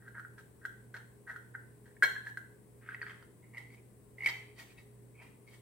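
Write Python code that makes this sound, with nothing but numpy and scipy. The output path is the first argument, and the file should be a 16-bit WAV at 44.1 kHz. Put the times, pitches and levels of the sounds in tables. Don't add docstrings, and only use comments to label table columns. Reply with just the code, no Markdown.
import sys
import numpy as np
from scipy import signal
from scipy.fft import rfft, irfft
from scipy.io import wavfile

SR = 44100
rng = np.random.default_rng(int(sys.argv[2]) if len(sys.argv) > 2 else 0)


def output_pcm(signal):
    pcm = np.clip(np.atleast_2d(signal).T, -1, 1) * 32767
    wavfile.write(sys.argv[1], SR, np.round(pcm).astype(np.int16))


N = 247401

# pitch in Hz, relative level in dB with the lid down, ajar,
# and with the blade wedged, then t60 in seconds while the seam still damps the metal.
LID_MODES = [(406, -7.5, -8, -1, 0.051), (599, -11.5, -19.5, -5, .04), (920, -16, -13.5, -22, 0.026),
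             (1059, 4.5, -26, 19.5, 0.022), (1414, 0, -31, -17.5, 0.081), (1760, 4.5, 5.5, -14, 0.04),
             (1926, 6.5, 4, 6, 0.04), (2228, 12, 12.5, -6, 0.017), (2664, -1.5, 3.5, -6, 0.019),
             (3103, -6.5, 7, 14.5, 0.015), (3230, 7.5, 3.5, -9, 0.012), (3812, -10, -0.5, -24, .025),
             (3984, -3.5, -3, -19, 0.022), (4170, 2.5, -10.5, 0, 0.028), (4546, -7.5, 9.5, 9.5, 0.023),
             (5080, -10.5, 0, -19, 0.013), (5440, -1, -1, -28, 0.012)]
# rise in seconds, t60 in seconds,
# pitch ratio of the second resonance, its relative level in dB, width in Hz when scraped.
HOLLOW_STATES = [(.0011, 0.013, 1.242, -10, 480), (0.00182, 0.018, 1.35, -23.5, 347),
                 (0.00077, 0.01, 1.3, -16.5, 1050)]

BURIED_DB = -13
POP_S = 2.033


def from_db(db):
    return 10 ** (np.asarray(db) / 20)


def rms_one(x):
    return x / np.sqrt(np.mean(x ** 2) + 1e-20)


def at_hz(points, hz):
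    points = np.array(points)
    return np.interp(np.log(hz), np.log(points[:, 0]), points[:, 1])


def resonance(x, hz, width_hz):
    r = np.exp(-np.pi * width_hz / SR)
    poles = [1, -2 * r * np.cos(2 * np.pi * hz / SR), r * r]
    return signal.lfilter([(1 - r * r) / 2, 0, (r * r - 1) / 2], poles, x + 1e-18)


def ring(clicks, hz, t60):
    r, w = from_db(-60 / (t60 * SR)), 2 * np.pi * hz / SR
    return signal.lfilter([0, np.sin(w)], [1, -2 * r * np.cos(w), r * r], clicks + 1e-18)


def lid_state(s):
    wedged = (s > 2.8) & (s < 3.3)
    ajar = s > 3.35
    return np.where(wedged, 2, 1 * ajar)


def room_air():
    # frequency in Hz, relative level in dB per Hz.
    spectrum = [(36, -28), (55, -7), (100, -10.5), (150, -7), (260, -10), (450, -11.5), (600, -19.5),
                (800, -24.5), (1030, -23), (1300, -31), (2000, -30), (3000, -38.5), (6500, -41),
                (16000, -39.5)]
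    # frequency in Hz, likeness of left and right from 0 to 1.
    likeness = [(60, 0.69), (110, 0.88), (200, 0.4), (380, 0.57), (700, 0.038)]
    level_db = -62
    padded = N + 4096
    hz = np.maximum(np.fft.rfftfreq(padded, 1 / SR), 1)
    mid, side = rfft(rng.standard_normal((2, padded)))
    alike = np.clip(at_hz(likeness, hz), 0, 1)
    both = np.sqrt(1 + alike) * mid + np.sqrt(1 - alike) * side * [[1], [-1]]
    shaped = both * from_db(at_hz(spectrum, hz)) * (hz > 25)
    return from_db(level_db) * rms_one(irfft(shaped, padded)[:, :N])


def fridge():
    # order of the motor speed, level in dB, left minus right in dB.
    motor = [(2, -69.5, -7.5), (8, -81.5, -8)]
    # pitch in Hz, width in Hz, level in dB.
    cabinet = [(207.9, 19, -71.5), (414.9, 2.3, -69.5)]
    mains_hz, mains_db = 120.03, -60.5
    motor_hz, beat_dip_s = 59.29, 2.63
    t = np.arange(N) / SR - beat_dip_s
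    out = -np.sqrt(2) * from_db(mains_db) * np.cos(2 * np.pi * mains_hz * t) * np.ones((2, 1))
    for order, db, pan_db in motor:
        sides = from_db(db + pan_db * np.array([[.5], [-.5]]))
        out += np.sqrt(2) * sides * np.cos(2 * np.pi * order * motor_hz * t)
    for hz, width_hz, db in cabinet:
        out += from_db(db) * rms_one(resonance(rng.standard_normal(N), hz, width_hz))
    return out


def kitchen(x):
    # frequency in Hz, reverberation time t60 in seconds.
    room_t60 = [(400, 0.56), (1600, 0.46), (4000, 0.51), (12000, 0.42)]
    level_db, onset_s = -2, .004
    t, echoes = np.arange(SR) / SR, 0
    white = rng.standard_normal((2, SR))
    for low in 150 * 2. ** np.arange(7):
        octave = signal.butter(2, [low, min(2 * low, 20000)], "band", fs=SR, output="sos")
        decay = from_db(-60 * t / at_hz(room_t60, low * np.sqrt(2)))
        echoes = echoes + signal.sosfilt(octave, white) * decay
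    echoes = echoes * np.clip(t / onset_s - 1, 0, 1)
    echoes = echoes / np.sqrt(np.sum(echoes ** 2, axis=1, keepdims=True))
    return from_db(level_db) * signal.fftconvolve(x[None], echoes, axes=1)[:, :N]


def blade_brushes():
    # time in seconds, pitch in Hz, level in dB.
    touches = [(0.965, 4325, -59), (2.155, 1760, -37.5), (2.163, 1664, -30), (2.269, 1713, -31.5),
               (3.021, 4525, -50.5), (3.098, 3180, -54), (4.286, 3030, -53), (4.588, 2470, -51),
               (4.775, 3800, -66), (4.778, 2580, -56)]
    out = np.zeros(N)
    for s, hz, db in touches:
        click = 1. * (np.arange(N) == round(s * SR))
        out += from_db(db) * resonance(ring(click, hz, t60=0.057), hz, 670)
    return out


def pop():
    note_hz, note_db, note_t60_s = 1669, -16, 0.35
    caught_s, caught_db = 0.0145, -15
    shudder_db, shudder_t60_s = -65, .08
    free_ring = 3.7
    click = np.zeros(N)
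    click[round(POP_S * SR)] = 1
    caught = from_db(caught_db * (np.arange(N) / SR > POP_S + caught_s))
    struck = caught * ring(click, note_hz, note_t60_s)
    note = from_db(note_db) * resonance(struck, note_hz, 340)
    fading = from_db(-60 / (shudder_t60_s * SR))
    shudder = signal.lfilter([1], [1, -fading], click + 1e-18) * rng.standard_normal(N)
    stirred = np.zeros(N)
    for hz, down_db, *_, t60 in LID_MODES:
        stirred += from_db(shudder_db + down_db) * ring(shudder, hz, free_ring * t60)
    return note, stirred


def metal(jolts, rubbing, modes, modes_db, crack_db, crack_hz):
    ajar_ring = 2.2
    rub_crack_db = -5.5
    crack_rise_s, crack_t60_s = .002, 0.035
    contacts, ajar = jolts + rubbing, lid_state(np.arange(N) / SR) == 1
    at, out = np.flatnonzero(contacts), np.zeros((2, N))
    for hz, *state_db, t60 in modes:
        blows = np.zeros((2, N))
        level_db = np.take(state_db, lid_state(at / SR), mode="clip")
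        blows[:, at] = contacts[at] * from_db(level_db + rng.normal(0, 3, (2, len(at))))
        ringing = ring(blows * ~ajar, hz, t60) + ring(blows * ajar, hz, ajar_ring * t60)
        out += from_db(modes_db) * ringing
    fading = from_db(-60 / (crack_t60_s * SR))
    rising = np.exp(-1 / (crack_rise_s * SR))
    force = np.abs(jolts + from_db(rub_crack_db) * rubbing)
    envelope = signal.lfilter([1 - rising], np.convolve([1, -fading], [1, -rising]), force + 1e-18)
    crack = envelope * rng.standard_normal((2, N))
    band = signal.butter(2, crack_hz, "band", fs=SR, output="sos")
    return out + from_db(crack_db) * signal.sosfilt(band, crack)


def scraping():
    # start in seconds, swell in seconds, fade in seconds,
    # hollow pitch in Hz, then hollow level and relative drive of the lid metal in dB at the height of the stroke.
    strokes = [(0, 0.088, 0.042, 1490, -56, -67), (0.136, 0.0193, 0.14, 1490, -49.5, -96),
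               (0.371, 0.012, 0.041, 1454, -51.5, -48.5), (0.61, 0.049, 0.0094, 1488, -53, -64),
               (0.94, 0.006, 0.071, 1525, -42.5, -54), (1.262, 0.034, 0.092, 1533, -42.5, -54.5),
               (1.537, 0.012, 0.026, 1550, -47.5, -79), (1.841, 0.017, 0.12, 1580, -64.5, -62.5),
               (2.239, 0.028, 0.059, 1580, -49, -48), (2.808, 0.11, 0.12, 1517, -53, -76),
               (2.99, .1, .17, 1430, -52.5, -56.5), (3.42, 0.007, 0.13, 2064, -65.5, -88.5),
               (3.526, 0.021, 0.074, 2050, -53.5, -63), (3.558, 0.046, 0.071, 2030, -55.5, -59.5),
               (3.651, 0.091, 0.026, 2150, -61.5, -60), (3.77, 0.0084, 0.034, 2275, -61, -67),
               (4.171, 0.07, 0.032, 2102, -50, -53.5), (4.245, 0.032, 0.26, 2235, -47, -59),
               (4.557, 0.041, 0.081, 1915, -54.5, -43.5), (4.66, 0.06, 0.031, 2320, -62.5, -57.5),
               (4.759, 0.0265, 0.063, 2000, -60, -56), (5.14, 0.068, 0.18, 2310, -58, -73),
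               (5.2, 0.021, 0.15, 2050, -57.5, -60.5), (5.462, 0.012, 0.089, 2170, -64, -57.5),
               (5.499, 0.0411, 0.064, 1995, -64.5, -54.5)]
    grains_per_s = 2400
    swell_db, fade_db = 17, 25.5
    body_hz, body_db = 810, -17.5
    edge_rub_db = -15
    sizes = from_db(4.2 * np.minimum(rng.exponential(1, N), 4)) * rng.choice([-1, 1], N)
    grains = rms_one(sizes * (rng.random(N) < grains_per_s / SR))
    hollow, rubbing = np.zeros(N), np.zeros((2, N))
    for start, swell, fade, hz, hollow_db, lid_db in strokes:
        s = np.cumsum([max(start, 0), swell, fade])
        span = slice(round(s[0] * SR), round(s[-1] * SR))
        t = np.arange(N)[span] / SR
        rub = grains[span]
        _, _, ratio, upper_db, width_hz = HOLLOW_STATES[lid_state(start)]
        lower, upper = rub, rub
        for width in (width_hz, width_hz, 2 * width_hz):
            lower = resonance(lower, hz, width)
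            upper = resonance(upper, ratio * hz, width)
        body = from_db(body_db) * resonance(resonance(rub, body_hz, body_hz), body_hz, body_hz)
        ends = np.clip(np.minimum(t - s[0], s[-1] - t) / .005, 0, 1)
        pressure = ends * from_db(np.interp(t, s, [-swell_db, 0, -fade_db]))
        air = rms_one(lower - from_db(upper_db) * upper + body)
        hollow[span] += pressure * from_db(hollow_db) * air
        edge_db = lid_db + edge_rub_db + BURIED_DB * (lid_state(start) == 2)
        rubbing[:, span] += pressure * from_db([[lid_db], [edge_db]]) * rub
    return hollow, rubbing


def slips():
    # time in seconds, drive of the hollow ping in dB, hollow pitch in Hz, drive of the lid metal in dB.
    seam_slips = [(0.081, -43.5, 1580, -64), (0.182, -39, 1400, -66), (0.1959, -36.5, 1454, -59),
                  (0.2494, -39.5, 1487, -89), (0.6523, -28, 1543, -48), (0.9421, -39.5, 1570, -50.5),
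                  (0.9664, -52, 1674, -49), (1.292, -38, 1510, -84), (1.3616, -35, 1482, -57.5),
                  (1.5509, -32.5, 1550, -76), (1.967, -52, 1760, -100), (2.0248, -13, 1595, -37),
                  (2.0299, -16.5, 1614, -37.5), (2.0327, -17, 1650, -29.5), (2.373, -30, 1590, -50),
                  (2.8894, -31.5, 1546, -61), (2.92, -38, 1580, -73), (2.946, -31.5, 1960, -60),
                  (3.016, -30, 1855, -58), (3.029, -31.5, 1620, -62), (3.0661, -34, 1760, -62),
                  (3.096, -44, 2070, -60), (3.107, -43, 1900, -63), (3.226, -50, 1440, -63),
                  (3.5718, -37.5, 2098, -60), (3.5804, -36.5, 1986, -55.5), (4.1839, -42, 2050, -69),
                  (4.2068, -35, 2090, -82), (4.2225, -36, 2160, -81), (4.2353, -31, 2066, -67.5),
                  (4.2454, -33, 2213, -51), (4.2609, -19, 2252, -34.5), (4.2724, -21.5, 2038, -37.5),
                  (4.2875, -43, 2040, -38.5), (4.2965, -45, 2280, -39)]
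    edge_follows_metal, edge_below_db = 0.29, 26
    hollow, jolts, t = np.zeros(N), np.zeros((2, N)), np.arange(2048) / SR
    chance_db = rng.normal(0, 1.0, len(seam_slips))
    for (s, peak_db, hz, lid_db), vary_db in zip(seam_slips, chance_db):
        rise, t60, ratio, upper_db, _ = HOLLOW_STATES[lid_state(s)]
        shape = (1 - np.exp(-t / rise)) ** 3 * from_db(-60 * t / t60)
        upper = from_db(upper_db + vary_db) * np.sin(2 * np.pi * ratio * hz * t)
        tone = np.sin(2 * np.pi * hz * t) - upper
        i = round((s - rise) * SR)
        hollow[i:i + len(t)] += from_db(peak_db) * shape / shape.max() * tone
        edge_db = edge_follows_metal * lid_db + (1 - edge_follows_metal) * peak_db - edge_below_db
        edge_db += BURIED_DB * (lid_state(s) == 2)
        jolts[:, round(s * SR)] = from_db([lid_db, edge_db])
    return hollow, jolts


def scene():
    # pitch in Hz, relative level in dB, t60 in seconds before
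    edge_modes = [(6880, -4.5, 0.0061), (8940, 6, 0.023), (10000, 8.5, 0.0054), (12100, 2, 0.012)]
    source_pan_db, left_lag = -0.5, 2
    echo_s, echo_db = (.0032, 0.0063), -7
    note_left_db, note_room_db = -1, -11
    pings, jolts = slips()
    rasp, rubbing = scraping()
    note, stirred = pop()
    lid, edge = zip(jolts, from_db(-33.0) * rubbing)
    can = pings + rasp + stirred + blade_brushes()
    can = can + metal(*lid, LID_MODES, modes_db=-14.0, crack_db=0.0, crack_hz=[700, 4200])
    can = can + metal(*edge, edge_modes, modes_db=-10, crack_db=6.1, crack_hz=[5500, 15500])
    can = signal.sosfilt(signal.butter(3, 330, "high", fs=SR, output="sos"), can)
    walls = kitchen(can[1] + from_db(note_room_db) * note)
    can = can + from_db(note_left_db * np.array([[1], [0]])) * note
    direct = np.array([np.roll(can[0], left_lag), can[1]])
    direct = direct * from_db(source_pan_db * np.array([[.5], [-.5]]))
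    bounce = np.array([np.roll(side, round(lag * SR)) for side, lag in zip(can, echo_s)])
    return direct + from_db(echo_db) * bounce + walls + fridge() + room_air()


def record(dry):
    # centre in Hz, width in Hz of each of two stacked bands, left level in dB.
    hiss_humps = [(8350, 1400, -72), (10850, 1200, -73.5), (15440, 1560, -77)]
    port_hz, port_width_hz = 8400, 1800
    hiss_right_db, cutoff_hz = -22, 16600
    out = dry + resonance(dry, port_hz, port_width_hz) * [[1], [0]]
    for hz, width_hz, db in hiss_humps:
        white = rng.standard_normal((2, N))
        hiss = rms_one(resonance(resonance(white, hz, width_hz), hz, width_hz))
        out = out + from_db(db) * hiss * from_db([[0], [hiss_right_db]])
    return signal.sosfilt(signal.cheby2(14, 60, cutoff_hz, fs=SR, output="sos"), out)


dry = scene()
out = record(dry)
output_pcm(out)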